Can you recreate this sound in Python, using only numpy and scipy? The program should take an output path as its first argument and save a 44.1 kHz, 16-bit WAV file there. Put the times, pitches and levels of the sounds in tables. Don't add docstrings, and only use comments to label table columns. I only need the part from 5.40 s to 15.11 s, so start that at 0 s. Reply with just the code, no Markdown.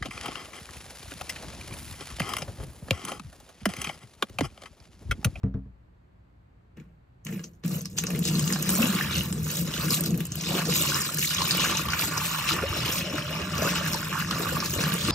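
import sys
import numpy as np
from scipy import signal
from scipy.fft import rfft, irfft, next_fast_len
from scipy.io import wavfile
from scipy.ndimage import uniform_filter1d, map_coordinates

SR = 44100
rng = np.random.default_rng(int(sys.argv[2]) if len(sys.argv) > 2 else 0)


def waveform_to_disk(signal):
    frames = np.transpose(np.atleast_2d(signal))
    scaled = np.clip(frames, -1, 1) * 32767
    samples = np.round(scaled).astype(np.int16)
    wavfile.write(sys.argv[1], SR, samples)


N = 428211


def stream():
    # t/s, gurgle offset/dB, mist offset/dB,
    # pipe level/dB, then centre f/Hz of drum, froth and spray
    filling = [(1.4, 5.5, 3, -78, 175, 1900, 2300), (1.95, 0, 7.5, -60, 180.6, 1990, 2300),
               (2.3, 1, 6.5, -51, 180, 1510, 5500), (2.6, 4, -3.5, -42.5, 179, 1490, 5850),
               (3.0, 0.5, 1.5, -40, 160, 1240, 5000), (3.45, 6.5, 4.5, -47, 210, 1220, 3700),
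               (3.62, 4.5, 3, -40, 199, 1650, 2860), (3.8, -2.5, 0, -35, 181, 1350, 4100),
               (4.1, 2, 6, -43.5, 167, 1460, 4830), (4.75, 2, -2.5, -41.5, 168.3, 1310, 4200),
               (5.2, 5.5, 1, -43, 174, 1180, 4100), (5.55, 2, 0.5, -42, 150, 1210, 4870),
               (5.8, 0.5, 0, -47.5, 160, 1680, 4900), (6.05, 1.5, -2, -43, 164.4, 1250, 4130),
               (6.6, 5, 7, -38.5, 164, 1130, 4020), (6.95, -4, 3, -44.5, 151, 1150, 3870),
               (7.25, 6, 1.5, -36.5, 168, 1460, 3230), (7.55, 5.5, -0.5, -39, 172, 1400, 3040),
               (7.9, 3, -3, -39.5, 176, 1410, 2770), (8.25, 4.5, 0.5, -39, 173, 1330, 4100),
               (8.65, -3.5, 2, -40.5, 182.5, 1380, 4100), (9.05, 6, 3, -36.5, 168, 1250, 4270),
               (9.71, -0.5, 2, -37, 187, 1290, 3800)]
    wander = [0.26, 0.027, 0.15]
    drum_db, froth_db, spray_db = pour()
    gurgle_db, mist_db, pipe_db, drum_hz, froth_hz, spray_hz = curves(filling)
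    on_steel_db = drum_db - froth_db
    gurgle_db = gurgle_db - 7.5 + froth_db + 0.43 * on_steel_db
    mist_db = mist_db - 4 + spray_db + 0.29 * on_steel_db
    pipe_db = np.minimum(pipe_db, drum_db + 3)
    levels = np.array([drum_db, gurgle_db, froth_db, spray_db, mist_db, pipe_db])
    flutter_db = np.c_[[1.3, 2.6, 1.37, 0.97, 3.1, 2.2]] * wobble(per_s=14, count=6)
    surge_db = np.c_[[0.43, 1.3, 1.3, 0.73, 0.98, 0.2]] * wobble(per_s=12, count=1)
    drum_amp, gurgle_amp, froth_amp, spray_amp, mist_amp, pipe_amp = amp(levels + flutter_db + surge_db)
    drift = 2 ** (np.c_[wander] * wobble(per_s=7, count=3))
    hits = lumps(count=1400, spread_db=2.5)
    flares = unit(1.05 + unit(decay(decay(hits, t60=0.043), t60=0.004)))
    drumming = drum_amp * drum(hits, drum_hz)
    wash = (gurgle_amp * gurgle(flares, 380 * drift[0])
            + froth_amp * froth(flares, froth_hz * drift[1])
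            + spray_amp * spray(flares, spray_hz * drift[2]))
    return drumming + walls(wash) + mist_amp * mist(flares) + pipe_amp * pipe()


def pour():
    # t/s, duration/s, drum level/dB, froth level/dB, spray level/dB
    spills = [(1.371, 0.017, -47.5, -60, -76), (1.859, 0.12, -34, -54, -60.5),
              (2.247, 0.11, -29.5, -51, -47.5)]
    # t/s, drum level/dB, froth level/dB, spray level/dB
    flow = [(2.5, -46, -74, -54.5), (2.56, -35, -67, -64), (2.58, -36, -65, -35), (2.64, -33.5, -48, -49.5),
            (2.82, -23, -52.5, -47.5), (2.845, -28, -59, -38), (2.865, -25, -55, -34),
            (2.9, -24, -46.5, -36), (3.22, -33, -43.5, -38.5), (3.42, -29, -36, -34.5),
            (3.68, -35.5, -36.5, -38), (3.76, -31, -38, -29), (3.94, -31.5, -55.5, -54.5),
            (4.13, -33.5, -46, -37.5), (4.24, -26, -53.5, -44.5), (4.39, -45, -37.5, -33),
            (4.47, -22.5, -41.5, -41), (4.53, -36, -42.5, -30.5), (4.61, -29.5, -48, -43),
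            (4.67, -28, -45, -33), (4.69, -22.5, -52, -48), (4.77, -27, -54, -55), (4.81, -29.5, -50, -45),
            (4.89, -39, -58.5, -49), (5.07, -33, -44.5, -32.5), (5.12, -31.5, -40, -36.5),
            (5.22, -35, -35, -34.5), (5.245, -34, -47, -40), (5.29, -27, -41, -32),
            (5.35, -34.5, -40.5, -29.5), (5.41, -26, -40.5, -30), (5.5, -29.5, -37, -30.5),
            (5.57, -34, -37, -32.5), (5.65, -43, -41, -35.5), (5.735, -38, -46.5, -40.5),
            (5.8, -36.5, -48.5, -33), (5.96, -37, -41, -31), (6.0, -34.5, -39, -30),
            (6.23, -33.5, -33.5, -28), (6.38, -38, -34.5, -31.5), (6.46, -38, -36.5, -39.5),
            (6.55, -43, -36, -38.5), (6.61, -41.5, -35, -32), (6.7, -40, -36, -36.5),
            (7.04, -37, -37, -35.5), (7.1, -36.5, -32, -28.5), (7.17, -37.5, -34.5, -35.5),
            (7.3, -39.5, -35, -36.5), (7.47, -41, -35.5, -32), (7.62, -34.5, -42, -36.5),
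            (7.74, -39, -37.5, -38.5), (8.14, -34, -38.5, -40.5), (8.27, -31, -34, -35.5),
            (8.38, -36, -36.5, -35), (8.43, -34.5, -35.5, -36), (8.55, -36.5, -34.5, -35),
            (8.6, -37, -41, -39), (8.7, -35, -38, -40.5), (8.82, -35, -35, -39), (8.88, -35, -43, -42),
            (8.92, -35, -35.5, -38.5), (9.23, -28.5, -39.5, -40.5), (9.33, -37, -42.5, -36.5),
            (9.47, -27, -32.5, -34.5), (9.61, -34.5, -39.5, -33), (9.71, -26.5, -29.5, -30.5)]
    attack_s, t60_s = 0.02, np.c_[[0.5, 0.32, 0.43]]
    t = np.arange(N) / SR
    levels = curves(flow) - 60 * np.maximum(flow[0][0] - t, 0) / attack_s
    for start, length, *db in spills:
        attack_db = 60 * np.maximum(start - t, 0) / attack_s
        fall_db = 60 * np.maximum(t - start - length, 0) / t60_s
        levels = np.maximum(levels, np.c_[db] - attack_db - fall_db)
    return np.maximum(levels, -120)


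def lumps(count, spread_db):
    when, strength = rng.random((count, 2)).T
    return np.bincount((when * N).astype(int), amp(-spread_db * np.log(strength + .02)), N)


def drum(hits, centre_hz):
    force = 0.57 * unit(hits - hits.mean()) + rng.standard_normal(N)
    return moving_band(unit(bowl(force)), centre_hz, gain_db=13.5, octaves=0.14)


def bowl(force):
    # f/Hz, bandwidth/Hz, gain/dB
    modes = [(118, 16.6, -11), (140, 12.6, -5), (156.6, 9.3, 1), (185.4, 11.8, -3.5), (211.3, 13.3, -5.5),
             (240, 14, -7.5), (297.3, 20, -13.5), (336.6, 19.4, -11), (449, 36, -16.5), (502.5, 12.4, -18)]
    return filtered(force, lambda f: sum((-1) ** k * resonance(f, *m) for k, m in enumerate(modes)))


def walls(x):
    # f/Hz, bandwidth/Hz, gain/dB relative to the direct sound
    modes = [(560, 14, -9), (760, 15, -9), (885, 21, 3.5), (1066, 15, 0.5), (1165, 24, 0), (1434, 33, -1.5),
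             (1652, 28, -3), (1798, 17, 4), (2630, 17, -0.5), (2880, 108, 1), (3860, 43, -12),
             (3960, 84, -11), (5070, 690, -9.5), (6240, 220, -4)]
    return filtered(x, lambda f: amp(-1) * (1 + sum(resonance(f, *m) for m in modes)))


def gurgle(flares, dip_hz):
    # f/Hz, gain/dB
    spectrum = [(200, -6), (300, -1.5), (370, -6.5), (450, -9), (570, -6), (700, -10.5), (820, -17.5),
                (1100, -18.5)]
    noise = flares * patchy(2, size=(2, 12))
    large = swarm(count=1200, band_hz=(280, 850), spread_db=2, cycles=2.5, rise=.15, size=1000)
    return moving_band(coloured(noise + .3 * large, spectrum), dip_hz, gain_db=-3.0, octaves=0.78)


def froth(flares, centre_hz):
    # f/Hz, gain/dB
    spectrum = [(700, -7), (950, -4), (1200, -3.5), (1800, -4), (2050, -3), (2600, 5.5)]
    noise = flares * patchy(1.5, size=(3, 8))
    burble = swarm(count=4000, band_hz=(945, 2186), spread_db=2.5, cycles=3.33, rise=.12, size=600)
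    plops = swarm(count=700, band_hz=(851, 2602), spread_db=2.5, cycles=5.5, rise=.06, size=900)
    foam = coloured(noise + .5 * burble + 0.25 * plops, spectrum)
    return moving_band(foam, centre_hz, gain_db=7.0, octaves=0.8)


def spray(flares, centre_hz):
    # f/Hz, gain/dB
    spectrum = [(1200, -37), (2000, 0), (2400, 1.5), (2900, -4), (3400, -1.5), (3900, -1), (4500, -2.5),
                (5300, -9.5), (7000, 0.5), (9000, 3.5), (12000, -121)]
    # f/Hz, bandwidth/Hz, gain/dB
    bands = [(2830, 270, -4), (5390, 600, 2)]
    # t/s, level/dB relative to the spray
    sizzle_db = [(6.6, -15), (7.2, -8), (7.8, -9), (8.3, -10), (9.1, -8), (9.71, -19)]
    noise = flares * patchy(3.5, size=(5, 6))
    small = swarm(count=10000, band_hz=(2215, 9350), spread_db=3.5, cycles=7.5, rise=0.095, size=170)
    fizz = noise + .5 * small
    sizzle = filtered(fizz, lambda f: sum(amp(db) * lorentzian(f, hz, width) for hz, width, db in bands))
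    hiss = moving_band(coloured(fizz, spectrum), centre_hz, gain_db=11.0, octaves=0.89)
    return hiss + amp(curves(sizzle_db)[0]) * unit(sizzle)


def mist(flares):
    # f/Hz, gain/dB
    spectrum = [(6500, 2.5), (9000, 1.5), (10500, -1.5), (12500, 6), (14000, -2.5), (15500, -3)]
    noise = flares * patchy(4.4, size=(8, 4))
    tiny = swarm(count=9000, band_hz=(6750, 15500), spread_db=5.0, cycles=8.6, rise=0.04, size=70)
    return coloured(noise + 0.73 * tiny, spectrum)


def pipe():
    # f/Hz, gain/dB
    spectrum = [(34, -23), (55, -11), (78, 1.5), (100, -3.5), (140, -0.5)]
    return coloured(patchy(1.5, size=(2, 20)), spectrum)


def splats():
    # t/s, relative splash level/dB, splash centre f/Hz, relative push level/dB
    landings = [(1.3715, -43, 2000, -29), (1.372, -58, 7000, -62), (1.399, -43, 2100, -31),
                (1.4, -48, 7400, -64), (1.8493, -32.5, 6700, -42), (1.868, -27, 6700, -52),
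                (1.867, -24.5, 2180, -39), (1.889, -31, 1900, -40), (1.925, -34, 2080, -21),
                (1.9937, -30.5, 2170, -32), (2.038, -30, 5100, -50), (2.041, -22, 6260, -33),
                (2.134, -51, 6500, -60), (2.15, -56, 6600, -60), (2.2369, -28, 2075, -21),
                (2.252, -29, 2300, -40), (2.279, -28, 5200, -45), (2.345, -30, 3000, -45),
                (2.389, -38, 6110, -34), (2.4085, -24, 6500, -41), (2.449, -32, 5000, -45),
                (2.456, -19, 5130, -48), (2.53, -38, 7000, -45), (2.569, -32, 3500, -50),
                (2.577, -17, 5000, -43), (2.583, -15, 3200, -45), (2.586, -7.5, 6350, -39),
                (2.61, -26, 6800, -43), (2.6373, -19.5, 2400, -18), (2.668, -13.5, 5520, -39),
                (2.7042, -22, 2500, -35), (2.749, -22.5, 2000, -39), (2.76, -25, 2600, -39),
                (2.792, -24, 7650, -37), (2.825, -28, 2400, -40), (2.838, -29, 7400, -40),
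                (2.853, -10.5, 6740, -25), (2.886, -16, 3170, -40), (2.953, -17, 4000, -28),
                (2.994, -8.5, 7640, -30), (3.041, -19, 5100, -30), (3.0771, -14, 6730, -30),
                (3.1031, -18.5, 1840, -16), (3.125, -7.5, 7440, -17), (3.134, -10.5, 5100, -37),
                (3.159, -19, 1490, -30), (3.199, -36, 5100, -18), (3.2268, -14, 6700, -31),
                (3.292, -6, 8300, -30), (3.427, -12.5, 2680, -33), (3.455, -18, 2580, -35),
                (3.5423, -23, 1820, -19), (3.5873, -16, 2200, -35), (3.6108, -15.5, 1790, -20),
                (3.742, -19, 2920, -26), (3.781, -13, 6430, -28), (3.7912, -19, 3050, -30),
                (3.808, -17, 3020, -28), (3.903, -30, 3660, -39), (3.926, -13.5, 8300, -21.5),
                (3.979, -30, 6540, -22), (4.067, -24.5, 1460, -33), (4.089, -24, 6220, -25),
                (4.101, -19, 2960, -30), (4.1734, -18.5, 3160, -27), (4.277, -29, 2260, -30),
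                (4.169, -19, 6500, -46), (4.3385, -13, 3160, -22), (4.377, -19, 2940, -19),
                (4.4344, -20, 1070, -26), (4.481, -22, 2240, -30), (4.506, -9.5, 4500, -14),
                (4.605, -30, 6500, -38), (4.6369, -17, 7090, -20), (4.6603, -16, 4820, -16.5),
                (4.706, -21, 7010, -37), (4.742, -28, 2340, -23), (4.805, -19, 2450, -38),
                (4.8535, -18, 7700, -39), (4.9196, -16.5, 6600, -46), (4.954, -26, 2940, -25),
                (5.01, -16, 5650, -39), (5.0377, -23, 2680, -32), (5.15, -17, 3020, -23.5),
                (5.172, -13.5, 2870, -17.5), (5.2537, -14.5, 5400, -28), (5.324, -11, 3000, -19),
                (5.5443, -11.5, 5350, -23), (5.6349, -20, 4240, -38), (5.6643, -17, 3650, -37),
                (5.744, -22, 5170, -24), (5.7849, -10, 6600, -20), (5.826, -17, 2420, -38),
                (5.947, -12, 6240, -35), (6.018, -11, 4000, -36), (6.054, -15, 2850, -38),
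                (6.109, -4.5, 4340, -37), (6.219, -11, 3100, -35), (6.247, -15, 5400, -35),
                (6.347, -19, 5400, -40), (6.371, -11.5, 5830, -42), (6.486, -19, 2900, -32),
                (6.503, -13.5, 5150, -32), (6.521, -15.5, 5330, -29), (6.5343, -11, 2330, -26),
                (6.593, -11, 4140, -42), (6.621, -12, 2280, -30), (6.778, -12, 5600, -26),
                (6.801, -30, 3000, -30), (7.089, -10.5, 2470, -34), (7.1193, -12.5, 4780, -23),
                (7.4794, -16, 2860, -22), (7.608, -20, 2600, -25), (7.7822, -15, 1730, -49),
                (7.9272, -19, 2830, -37), (8.0167, -19, 2950, -38), (8.1792, -19, 2700, -22),
                (8.181, -17.5, 5470, -37), (8.22, -17.5, 5300, -40), (8.357, -18, 2800, -35),
                (8.462, -17, 1610, -27), (8.5322, -15, 5300, -29), (8.543, -13, 5270, -24),
                (8.6302, -22, 1540, -42), (8.6845, -26, 2400, -31), (8.727, -17.5, 1640, -38),
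                (8.91, -12, 3840, -21), (9.202, -11.5, 4810, -33), (9.258, -15.5, 5200, -39),
                (9.307, -22, 5940, -38), (9.338, -16, 6240, -41), (9.4375, -14, 1600, -33),
                (9.438, -15, 5000, -40), (9.52, -15, 2970, -39), (9.651, -14, 3650, -33),
                (9.689, -15, 2920, -14)]
    width_hz, swell_s = 1540, 0.0035
    t = (np.arange(3072) - 1024) / SR
    f = np.fft.rfftfreq(len(t), 1 / SR)
    splashes, force = np.zeros(N + len(t)), np.zeros(N)
    age = np.maximum(t, 0)
    fade = (amp(-60 * age / 0.0087) + 0.14 * amp(-60 * age / 0.15)) * (1 - np.exp(-age / 0.00038))
    fade += amp(-19) * np.exp(-abs(t) / swell_s)
    crack = amp(-11.5) * f / (f + 900) / (1 + (f / 9000) ** 4)
    for start, db, hz, push_db in landings:
        band = 1 / (1 + ((f / hz - hz / (f + 1)) * hz / width_hz) ** 2)
        puff = irfft(rfft(rng.standard_normal(len(t))) * (crack + band)) * fade
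        puff *= np.linalg.norm(fade) / np.linalg.norm(puff)
        splashes[round((start + t[0]) * SR):][:len(t)] += amp(db - 6.5) * puff
        force[round(start * SR)] = amp(push_db + 44.5)
    start, db, hz, _ = np.transpose(landings)
    plinks = bubbles(start, hz, amp(db - 9), cycles=8.5, rise=0.076, size=800)
    return walls(splashes[:N] + plinks) + bowl(force)


def spits():
    # t/s, relative level/dB
    bursts = [(1.85, -31), (2.2427, -53), (2.2617, -29), (2.279, -27), (2.295, -31), (2.345, -30),
              (2.416, -27), (2.456, -27), (2.638, -20.5), (2.704, -24.5), (2.758, -25), (2.7912, -17.5),
              (3.1247, -25), (3.225, -17.5), (3.303, -13), (3.435, -16.5), (3.4716, -27), (3.8346, -21),
              (3.858, -26), (4.0321, -27), (4.17, -19.5), (4.443, -22.5), (4.5066, -15), (4.548, -21),
              (4.562, -23), (4.608, -13), (4.638, -24), (4.661, -20), (4.694, -32), (4.745, -28),
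              (4.776, -22), (4.805, -22), (4.853, -23), (4.868, -27), (4.956, -19.5), (5.356, -26),
              (5.7455, -17), (5.772, -19), (5.793, -16), (6.081, -22.5), (6.172, -16), (6.485, -28),
              (8.478, -24), (8.684, -25), (8.911, -22), (9.26, -22), (9.3057, -26), (9.539, -15),
              (9.5631, -26)]
    # f/Hz, gain/dB
    spectrum = [(5500, -18), (7500, 0.5), (9000, 2.5), (10500, 4), (12500, 1), (14000, -5), (15500, -6)]
    start, db = np.transpose(bursts)
    t = np.arange(1500) / SR
    impulses = np.bincount((start * SR).astype(int), amp(db), N)
    fade = amp(-60 * t / 0.012) * (1 - np.exp(-t / 0.00026))
    snap_hz = 12600 * 2 ** rng.normal(0, .08, len(start))
    snaps = bubbles(start, snap_hz, amp(db + 2), cycles=5, rise=0, size=120)
    ticks = np.convolve(impulses, fade)[:N] * coloured(rng.standard_normal(N), spectrum)
    return amp(-1.5) * ticks + snaps


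def glugs():
    # t/s, relative level/dB, starting f/Hz
    closures = [(2.75, -18.5, 387), (3.158, -28, 300), (3.16, -23, 720), (3.389, -17, 620),
                (3.403, -5, 206), (3.439, -7.5, 220), (3.533, -23, 1055), (3.55, -13.5, 202),
                (3.588, -11, 2120), (3.6, -22, 770), (3.609, -14, 1610), (3.928, -20, 300),
                (4.365, -20, 1390), (4.4, -23, 1150), (4.805, -22, 312), (5.287, -14, 443),
                (5.454, -20, 1030), (5.52, -13.5, 1400), (5.561, -17.5, 1070), (5.691, -17.5, 1240),
                (5.775, -20, 1570), (5.826, -16, 2400), (5.83, -21, 1720), (5.845, -11, 2040),
                (5.908, -19.5, 1340), (5.96, -15, 2200), (5.986, -18, 1050), (6.006, -12.5, 1000),
                (6.019, -12, 947), (6.198, -16, 1010), (6.246, -10.5, 1445), (6.324, -19, 1160),
                (6.393, -17, 1160), (6.485, -19, 1050), (6.533, -10.5, 1380), (6.598, -20, 1300),
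                (6.776, -16.5, 1140), (6.927, -23, 1320), (6.945, -15, 1070), (7.109, -11.5, 1234),
                (7.139, -22, 333), (7.164, -19, 1160), (7.187, -15, 1190), (7.305, -15.5, 72),
                (7.328, -15.5, 1130), (7.367, -18.5, 279), (7.743, -20, 560), (7.755, -20, 300),
                (7.781, -19, 1220), (7.911, -16, 560), (8.012, -23, 1130), (8.18, -19, 1110),
                (8.221, -10.5, 595), (8.257, -13, 1156), (8.276, -11, 1400), (8.32, -24, 1120),
                (8.362, -18, 1400), (8.409, -19, 575), (8.426, -19, 1500), (8.546, -14, 885),
                (8.629, -16, 1400), (8.726, -18, 1110), (8.774, -15.5, 1440), (8.887, -22, 1150),
                (8.908, -19, 1130), (9.057, -17, 1130), (9.091, -15, 1410), (9.124, -17, 484),
                (9.167, -13, 1037), (9.225, -15.5, 1100), (9.37, -14, 93), (9.39, -18, 466),
                (9.391, -17, 2200), (9.457, -19, 1520), (9.493, -18, 1120), (9.519, -18, 1440),
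                (9.549, -19.5, 410), (9.684, -15, 1080), (9.686, -13, 290)]
    start, db, hz = np.transpose(closures)
    cycles = 3.47 * (hz / 600) ** 0.42
    return bubbles(start, hz, amp(db - 5.0), cycles[:, None], rise=0.089, size=2400)


def gulps():
    # t/s, duration/s, level/dB, nominal first f/Hz, nominal last f/Hz
    pockets = [(5.069, 0.042, -30, 360, 640), (7.109, 0.046, -28.5, 287, 500), (7.222, 0.03, -22, 340, 564),
               (8.766, 0.086, -20.5, 1210, 1640), (9.007, 0.025, -28, 434, 1150)]
    start, length, db, first_hz, last_hz = np.transpose(pockets)[:, :, None]
    progress = np.linspace(0, 1, num=6) + 0.0996 * rng.standard_normal((len(pockets), 6))
    gain = amp(db + 1.6 * rng.standard_normal(progress.shape))
    hz = first_hz * (last_hz / first_hz) ** (progress + 0.207 * rng.standard_normal(progress.shape))
    times = start + length * progress
    return bubbles(times.ravel(), hz.ravel(), gain.ravel(), cycles=2.8, rise=0.06, size=2400)


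def drain():
    # t/s, level/dB
    drone_db = [(5.0, -110), (6.9, -53.5), (7.3, -51), (7.6, -50), (7.8, -42), (8.0, -42), (8.15, -50),
                (8.24, -43), (8.45, -50), (8.7, -56), (9.1, -65), (9.71, -48)]
    air = filtered(patchy(3.4, size=(2, 14)), lambda f: lorentzian(f, hz=601, width_hz=55))
    return amp(curves(drone_db)[0] + 0.95 * wobble(per_s=7.4, count=1)[0]) * unit(air)


def knocks():
    # t/s, relative level/dB
    blows = [(0.033, -15.5), (.141, -21.5), (.255, -39)]
    # f/Hz, level/dB, T60/s
    modes = [(58.4, -12, 0.9), (99.6, 4.5, 0.12), (124.6, 0, 0.18), (190.2, -1, 0.24), (268, -9, 0.29),
             (348, -25, 0.11), (441, -14, 0.16), (660, -27, 0.17), (760, -45, 0.097)]
    out, t = np.zeros(N), np.arange(SR // 2) / SR
    late = np.maximum(t - 0.00393, 0)
    ring = sum(-amp(db - 60 * late / t60) * np.sin(2 * np.pi * hz * late) for hz, db, t60 in modes)
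    ring *= 1 - np.exp(-(late / 0.0024) ** 2)
    lowpass = lambda x, order, hz: unit(signal.sosfilt(signal.butter(order, hz, fs=SR, output="sos"), x))
    for start, db in blows:
        noise = rng.standard_normal((3, len(t)))
        clunk = amp(-22 - 60 * t / 0.051) * (1 - np.exp(-t / 0.00058)) * lowpass(noise[0], 4, 1600)
        boom = amp(-15 - 60 * t / 0.23) * (1 - np.exp(-t / 0.007)) * lowpass(noise[1], 2, 330)
        tick = amp(-31.5 - 60 * t / 0.016) * lowpass(noise[2], 2, 4500)
        out[round(start * SR):][:len(t)] += amp(db - 3.5) * (ring + tick + clunk + boom)
    return out


def ports(x):
    # f/Hz, coherence, left phase lead/rad, left minus right level/dB
    pair = [(40, .95, 0, .4), (80, .975, 0, .3), (120, .992, 0, .7), (250, 0.98, -0.1, 1.3),
            (500, 0.89, -0.4, 3.3), (800, 0.6, -0.9, 0.4), (1150, 0.79, -0.3, -5.8), (1600, 0.9, 0.0, -2.7),
            (2000, 0.72, 0.3, -0.8), (2400, 0.53, 1.0, 3.0), (2900, 0.46, 0.8, 2.2), (3500, 0.3, 2.0, 1.3),
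            (4400, 0.31, 2.1, -0.5), (5300, 0.87, 6.3, 0.7), (7000, 0.68, 7.7, -0.6),
            (8500, 0.82, 9.1, -0.0), (10500, 0.96, 9.4, -0.1), (12500, 0.72, 10.8, 0.1),
            (14000, 0.85, 12.4, 0.1), (15500, 0.94, 12.6, -0.1)]
    t = np.arange(2000) / SR
    window = np.sqrt(signal.windows.hann(2 * len(t), sym=False))
    scatter = np.zeros(N)
    for at in range(0, N, len(t)):
        reflections = unit(rng.standard_normal(len(t)) * amp(-60 * t / 0.065)) / np.sqrt(len(t))
        piece = x[at:at + len(window)]
        echo = signal.fftconvolve(piece * window[:len(piece)], reflections)
        scatter[at:at + len(echo)] += echo[:N - at]
    angle = lambda f: np.arccos(np.clip(along(pair, f), 0, 1)) / 2
    split = lambda f, column: np.outer([.5, -.5], along(pair, f, column))
    lean = lambda f: amp(split(f, 3)) * np.exp(1j * split(f, 2))
    direct = filtered(x, lambda f: lean(f) * np.cos(angle(f)))
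    return direct + filtered(scatter, lambda f: lean(f) * np.sin(angle(f)) * [[1], [-1]])


def kitchen():
    # f/Hz, gain/dB
    spectrum = [(20, -24), (55, 4), (120, -3.5), (200, -12), (400, -17.5), (900, -21.5), (2000, -29.5),
                (2900, -36.5), (3300, -40), (4500, -41.5), (5300, -50.5), (12000, -49.5), (14000, -60),
                (14800, -79)]
    # f/Hz, correlation (limited to -1..1 below)
    likeness = [(60, 0.99), (130, 0.93), (290, 0.46), (640, -0.52), (8000, 0.33), (9500, -2),
                (12000, -0.38), (14000, .5)]
    # f/Hz, rms level/dB
    harmonics = [(59.2, -82), (118.4, -69), (177.6, -73)]
    angle = lambda f: np.arccos(np.clip(along(likeness, f), -1, 1)) / 2
    response = lambda f: amp(along(spectrum, f)) * [np.cos(angle(f)), np.sin(angle(f))]
    mid, side = filtered(rng.standard_normal((2, N)), response)
    hum = sum(np.sqrt(2) * amp(db) * np.sin(2 * np.pi * hz * np.arange(N) / SR) for hz, db in harmonics)
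    return amp(-57) * unit(np.array([mid + side, mid - side])) + hum


def bubbles(start, hz, gain, cycles, rise, size):
    t = np.arange(size) / SR
    age = hz[:, None] * t / cycles
    tone = np.sin(2 * np.pi * hz[:, None] * t * (1 + rise * age / 2))
    tone *= np.exp(-age) * (1 - np.exp(-6 * age))
    tone *= gain[:, None] * np.hanning(2 * size)[size:]
    at = (start * SR).astype(int)[:, None] + np.arange(size)
    return np.bincount(at.ravel(), tone.ravel(), N + size)[:N]


def swarm(count, band_hz, spread_db, cycles, rise, size):
    when, pitch, strength = rng.random((count, 3)).T
    low, high = band_hz
    gain = amp(-spread_db * np.log(strength + .02))
    return unit(bubbles(when * N / SR, low * (high / low) ** pitch, gain, cycles, rise, size))


def patchy(depth_db, size):
    z = signal.stft(rng.standard_normal(N), nperseg=256)[2]
    field = uniform_filter1d(uniform_filter1d(rng.standard_normal(z.shape), size[0], 0), size[1], 1)
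    return unit(signal.istft(z * amp(depth_db * unit(field)), nperseg=256)[1][:N])


def moving_band(x, centre_hz, gain_db, octaves):
    f, t, z = signal.stft(x, SR, nperseg=2048)
    centre = centre_hz[np.minimum(t * SR, N - 1).astype(int)]
    gain = amp(gain_db * np.exp(-(np.log2((f[:, None] + 1) / centre) / octaves) ** 2))
    power = np.mean(abs(z) ** 2, axis=1)
    return signal.istft(z * gain / np.sqrt(power @ gain ** 2 / power.sum()), SR, nperseg=2048)[1][:N]


def resonance(f, hz, width_hz, db):
    return amp(db) * 1j * f * width_hz / (hz * hz - f * f + 1j * f * width_hz)


def lorentzian(f, hz, width_hz):
    return 1 / (1 + (2 * (f - hz) / width_hz) ** 2)


def filtered(x, response):
    m = next_fast_len(N + SR // 2, True)
    return irfft(rfft(x, m) * response(np.fft.rfftfreq(m, 1 / SR)), m)[..., :N]


def coloured(x, spectrum):
    points = [(1, -120)] + spectrum + [(SR / 2, -120)]
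    return unit(filtered(x, lambda f: amp(along(points, f))))


def decay(x, t60):
    return signal.lfilter([1], [1, -amp(-60 / (t60 * SR))], x)


def wobble(per_s, count):
    knots = rng.standard_normal((count, int(N * per_s / SR) + 4))
    return np.array([map_coordinates(k, [np.arange(N) * per_s / SR]) for k in knots])


def along(points, f, column=1):
    table = np.transpose(points)
    return np.interp(np.log(f + 1), np.log(table[0] + 1), table[column])


def curves(rows):
    times, *columns = np.transpose(rows)
    return np.array([np.interp(np.arange(N) / SR, times, c) for c in columns])


def amp(db):
    return 10 ** (np.asarray(db) / 20)


def unit(x):
    return x / np.sqrt(np.mean(x ** 2) + 1e-20)


def scene():
    return ports(stream() + splats() + spits() + walls(glugs() + gulps()) + drain() + knocks()) + kitchen()


def record(dry):
    cutoff_hz, edge_hz = 15750, 200
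    return filtered(dry, lambda f: np.sin(np.pi / 2 * np.clip((cutoff_hz - f) / edge_hz + .5, 0, 1)) ** 2)


dry = scene()
out = record(dry)
waveform_to_disk(out)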